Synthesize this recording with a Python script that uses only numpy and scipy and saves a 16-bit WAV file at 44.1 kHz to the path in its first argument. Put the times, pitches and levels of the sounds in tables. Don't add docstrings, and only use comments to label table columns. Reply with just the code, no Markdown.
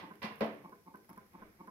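import sys
import numpy as np
from scipy import signal
from scipy.fft import rfft, irfft
from scipy.io import wavfile

SR = 44100
rng = np.random.default_rng(int(sys.argv[2]) if len(sys.argv) > 2 else 0)


def file_out(sig):
    cols = np.atleast_2d(sig).T
    lim = np.clip(cols, -1, 1)
    pcm = np.round(lim * 32767).astype(np.int16)
    wavfile.write(sys.argv[1], SR, pcm)


N = 74970
LEAD = SR // 10
TOTAL = N + LEAD

# (intake time [s], intake level [dB], exhaust time [s], exhaust level [dB])
PUMP_STROKES = [(0.043, 6.5, 0.11, 4), (0.2501, 2, 0.31, 5.5), (0.451, -3, 0.42, 10),
                (.658, 4.5, .7266, 0.5), (.881, 0, .946, 2.5), (1.1109, 2, 1.178, 2),
                (1.356, 2, 1.4225, 1.5), (1.6118, 2.5, 1.679, 2)]
# (frequency [Hz], level [dB], decay time T60 [s])
INTAKE_MODES = [(205, -48.5, 0.048), (291, -47.5, 0.06), (472, -62.5, 0.044), (893, -48.5, 0.021),
                (1132, -52, 0.04), (2233, -64.5, 0.022)]
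EXHAUST_MODES = [(203, -50, 0.032), (311, -51, 0.08), (485, -58.5, 0.056), (656, -62.5, 0.042),
                 (1015, -48.5, 0.033), (1533, -54, 0.033), (2200, -69, 0.024)]
def pump():
    in_s, in_db, out_s, out_db = np.transpose(PUMP_STROKES)
    intake = valve(in_s, in_db, INTAKE_MODES, flutter_hz=178.46, rise_s=.016, fall_s=.004, jitter_s=7e-5)
    exhaust = valve(out_s, out_db, EXHAUST_MODES,
                    flutter_hz=205, rise_s=.006, fall_s=.0095, jitter_s=12e-5)
    echo_hz = 972
    echo_band = signal.butter(2, [echo_hz / 1.1, echo_hz * 1.1], "band", fs=SR, output="sos")
    echo = from_db(-6.5) * delayed(signal.sosfilt(echo_band, intake), delay_s=.032)
    puffs = low_cut(intake + exhaust, hz=115)
    direct = puffs + echo
    return np.array([delayed(direct, delay_s=.0002), direct]) + reverberation(puffs)


def valve(times, levels_db, modes, flutter_hz, rise_s, fall_s, jitter_s):
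    offsets = np.arange(-5, 6) / flutter_hz
    flow = np.exp(-(offsets / np.where(offsets < 0, rise_s, fall_s)) ** 2)
    scatter = rng.standard_normal((len(times), 2, len(offsets)))
    beat_times = times[:, None] + offsets + jitter_s * scatter[:, 0]
    beat_gains = from_db(levels_db[:, None] + .5 * scatter[:, 1]) * flow
    beats = clicks(beat_times.ravel(), beat_gains.ravel())
    turbulence = low_cut(rng.standard_normal(TOTAL), hz=300)
    drive = beats + .026 * decay(beats, tau_s=.007) * turbulence
    return sum((-1) ** k * from_db(db) * ring(drive, hz, t60) for k, (hz, db, t60) in enumerate(modes))


# (time [s], rattle level [dB], low-mode level [dB], high-mode level [dB])
LEVER_IMPACTS = [(-.045, -2, -24, -21), (.2185, -8.5, -25, -3), (.2285, -3, -19, -3.5),
                 (.2415, -5, 3.5, -2), (.2525, -28, 0.5, 1.5), (.2595, -12.5, -10, -1)]
LATCH_IMPACTS = [(.4072, -1, -2, -9), (.4168, -2, 3.5, 0), (.4435, -12, -7, -16)]
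# (frequency [Hz], relative level [dB])
LEVER_SPECTRUM = [(40, -62), (90, -24.5), (200, -13.5), (300, -20), (480, -15.5), (900, -14.5),
                  (1080, -8.5), (1300, -20), (2000, -16.5), (3300, -21.5), (5100, -25), (7000, -44.5),
                  (11300, -45), (15500, -54)]
LATCH_SPECTRUM = [(40, -64), (70, -51), (113, -15), (158, -18), (206, -5), (341, -8.5), (551, -2.5),
                  (771, -12), (1050, -13), (1410, -18.5), (2000, -19), (3340, -26), (5200, -33.5),
                  (7200, -52.5), (12000, -54), (15500, -48)]
def lever_and_latch():
    lever = rattle(LEVER_IMPACTS, LEVER_SPECTRUM, ring_db=-40.5, crack_db=-44.5, crack_s=.015)
    lever += cabinet(LEVER_IMPACTS, "lever")
    latch = rattle(LATCH_IMPACTS, LATCH_SPECTRUM, ring_db=-35, crack_db=-29.5, crack_s=.0052)
    latch += cabinet(LATCH_IMPACTS, "latch")
    return lever + latch


# (frequency [Hz], decay time T60 [s])
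PARTS_DECAY = [(80, 1), (250, 0.51), (700, 0.45), (2000, 0.57), (5000, 0.28), (12000, 0.32)]
def rattle(impacts, spectrum, ring_db, crack_db, crack_s, contact_s=.0013):
    t = np.arange(SR) / SR
    onset = 1 - np.exp(-(t / contact_s) ** 2)
    envelope = (from_db(ring_db) + from_db(crack_db) * np.exp(-t / crack_s)) * onset
    return sum(convolve(clicks([when], from_db(db)), noise_tail(spectrum, PARTS_DECAY) * envelope)
               for when, db, _, _ in impacts)


# (frequency [Hz], decay time T60 [s], level from lever [dB], level from latch [dB])
CABINET_MODES = [(218, 0.21, -38, -34.5), (241, 0.18, -61, -37.5), (293.8, 0.75, -75, -53),
                 (373.5, 0.13, -56.5, -59), (439, 0.21, -84, -43), (460, 0.12, -105, -42),
                 (553.3, 0.19, -66, -44.5), (570, 0.11, -83, -38), (630.3, 0.11, -78, -43),
                 (669, 0.32, -78, -40), (985, 0.15, -48, -62), (1083, 0.25, -56, -42),
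                 (1980, 0.16, -46.5, -47.5), (2380, 0.12, -49.5, -74), (2750, 0.43, -56, -83),
                 (3042, .35, -90, -56.5), (3500, 0.7, -66.5, -80)]
def cabinet(impacts, striker):
    times, _, low_db, high_db = np.transpose(impacts)
    body = np.zeros(TOTAL)
    for k, (hz, t60, lever_db, latch_db) in enumerate(CABINET_MODES):
        mode_db = lever_db if striker == "lever" else latch_db
        strike_db = (low_db if hz < 800 else high_db) + rng.normal(0, .8, len(times))
        body += (-1) ** k * ring(clicks(times, from_db(mode_db + strike_db)), hz, t60)
    return low_cut(body, hz=192)


# (time [s], relative level [dB])
TICK_EVENTS = [(.1366, -6), (.155, -2), (.2274, 7), (0.252, 4), (.3411, -33), (0.3576, 0), (0.407, 10),
               (.4434, -2), (.461, -1), (0.545, -4), (0.6487, -5), (0.695, -1), (.7525, -7), (0.9573, 0),
               (0.972, -3), (1.046, -9), (1.056, -28), (1.0928, 4), (1.097, -4), (1.101, 1), (1.131, 0),
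               (1.14, -20), (1.1616, -6), (1.1766, 2), (1.264, -9), (1.335, -6), (1.673, -3)]
CRACKLE_LEVELS = [(0, -44), (.2, -26), (.35, -15), (.6, -28), (.9, -42), (1.05, -19), (1.17, -29),
                  (1.28, -31), (1.6, -51)]
# (frequency [Hz], relative level [dB])
TICK_SPECTRUM = [(2000, 9), (4200, -21), (5300, 1.5), (6500, -28), (9000, -24), (11000, 7.5), (13000, -1.5),
                 (15500, -1)]
def ticks(crackle_per_s=530, t60=.017):
    times, db = np.transpose(TICK_EVENTS)
    arrivals = rng.random(TOTAL) < crackle_per_s / SR
    crackle = arrivals * np.abs(rng.standard_normal(TOTAL)) * gain_curve(CRACKLE_LEVELS)
    envelope = decay(clicks(times, from_db(db)) + crackle, tau_s=t60 / np.log(1000))
    return from_db(-54) * envelope * noise(TICK_SPECTRUM)


# (time [s], level [dB])
RASP_LEVELS = [(.9, -110), (1.08, -114), (1.12, -71), (1.22, -67), (1.29, -77), (1.35, -66), (1.43, -60),
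               (1.52, -69), (1.6, -71.5), (1.7, -72)]
# (frequency [Hz], relative level [dB])
RASP_SPECTRUM = [(300, 0), (800, -7.5), (1400, -3.5), (1800, -7.5), (2300, -7), (2800, -19.5), (3600, -20),
                 (6000, -53)]
def rasp():
    return gain_curve(RASP_LEVELS) * noise(RASP_SPECTRUM)


# (frequency [Hz], reverberation time T60 [s])
ROOM_DECAY = [(100, 0.62), (300, 0.36), (1000, 0.26), (3000, 0.29), (12000, 0.12)]
# (frequency [Hz], relative level [dB])
ROOM_SPECTRUM = [(50, 0), (105, 11), (180, -9), (230, -5), (320, 0), (450, 5), (650, 5), (950, -4),
                 (1500, -4), (2500, 1), (8000, -4)]
def reverberation(x, level_db=-8.5, build_s=.02):
    t = np.arange(SR) / SR
    response = noise_tail(ROOM_SPECTRUM, ROOM_DECAY) * (1 - np.exp(-t / build_s))
    response /= np.sqrt(np.sum(response ** 2) / 2)
    return from_db(level_db) * convolve(x, response)


# (frequency [Hz], relative level [dB])
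HUSH_SPECTRUM = [(25, -21), (45, -11), (90, 0), (180, -2), (350, -6), (600, -13), (1000, -16), (1400, -15),
                 (2300, -15), (2900, -21), (4200, -21), (5300, -18), (7300, -25), (9500, -23), (11000, -17),
                 (13000, -16), (15500, -24)]
def hush():
    return from_db(-69) * noise(HUSH_SPECTRUM)


# (frequency [Hz], correlation [-1 to 1])
STEREO_CORRELATION = [(60, 1), (130, 0.81), (290, 0.82), (640, 0.5), (1400, -0.28), (3000, -0.17),
                      (15000, -0.3)]
def noise(spectrum):
    hz = np.fft.rfftfreq(TOTAL, 1 / SR)
    mid, side = rfft(rng.standard_normal((2, TOTAL))) * from_db(at_hz(spectrum, hz))
    alike = at_hz(STEREO_CORRELATION, hz)
    x = irfft(np.sqrt(1 + alike) * mid + np.sqrt(1 - alike) * side * [[1], [-1]], TOTAL)
    return x / x.std()


def noise_tail(spectrum, t60s):
    bins = rfft(noise(spectrum))
    hz, t = np.fft.rfftfreq(TOTAL, 1 / SR), np.arange(SR) / SR
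    centres, times = np.transpose(t60s)
    tail = 0
    for share, t60 in zip(np.eye(len(times)), times):
        band = irfft(bins * at_hz(np.c_[centres, share], hz), TOTAL)[:, :SR]
        tail += band * np.exp(-np.log(1000) * t / t60)
    return tail


def ring(x, hz, t60):
    r, w = np.exp(-np.log(1000) / (t60 * SR)), 2 * np.pi * hz / SR
    return signal.lfilter([0, np.sin(w)], [1, -2 * r * np.cos(w), r * r], x + 1e-18)


def clicks(times, gains):
    out = np.zeros(TOTAL)
    np.add.at(out, np.clip((np.asarray(times) * SR).astype(int) + LEAD, 0, TOTAL - 1), gains)
    return out


def decay(x, tau_s):
    return signal.lfilter([1], [1, -np.exp(-1 / (tau_s * SR))], x + 1e-18)


def low_cut(x, hz):
    return signal.sosfilt(signal.butter(2, hz, "high", fs=SR, output="sos"), x)


def delayed(x, delay_s):
    return np.interp(np.arange(TOTAL) - delay_s * SR, np.arange(TOTAL), x)


def convolve(x, response):
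    return signal.fftconvolve(x[None], response, axes=1)[:, :TOTAL]


def gain_curve(points):
    return from_db(np.interp((np.arange(TOTAL) - LEAD) / SR, *np.transpose(points)))


def at_hz(points, hz):
    frequencies, values = np.transpose(points)
    return np.interp(np.log(np.maximum(hz, 1)), np.log(frequencies), values)


def from_db(db):
    return 10 ** (np.asarray(db) / 20)


def scene():
    return (pump() + lever_and_latch() + ticks() + rasp() + hush())[:, LEAD:]


# (frequency [Hz], left minus right level [dB])
MICROPHONE_BALANCE = [(100, 2), (380, -0.2), (700, -0.3), (1300, -3), (2400, -13.5), (4400, 1), (8000, 3),
                      (15000, 9)]
def record(dry):
    size, cutoff_hz = 2 * N, 15750
    balance_db = at_hz(MICROPHONE_BALANCE, np.fft.rfftfreq(size, 1 / SR))
    gains = from_db(balance_db * np.array([[.5], [-.5]]))
    gains /= np.sqrt(np.mean(gains ** 2, axis=0))
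    heard = irfft(rfft(dry, size) * gains, size)[:, :N]
    return signal.sosfilt(signal.ellip(12, .1, 80, cutoff_hz, fs=SR, output="sos"), heard)


dry = scene()
out = record(dry)
file_out(out)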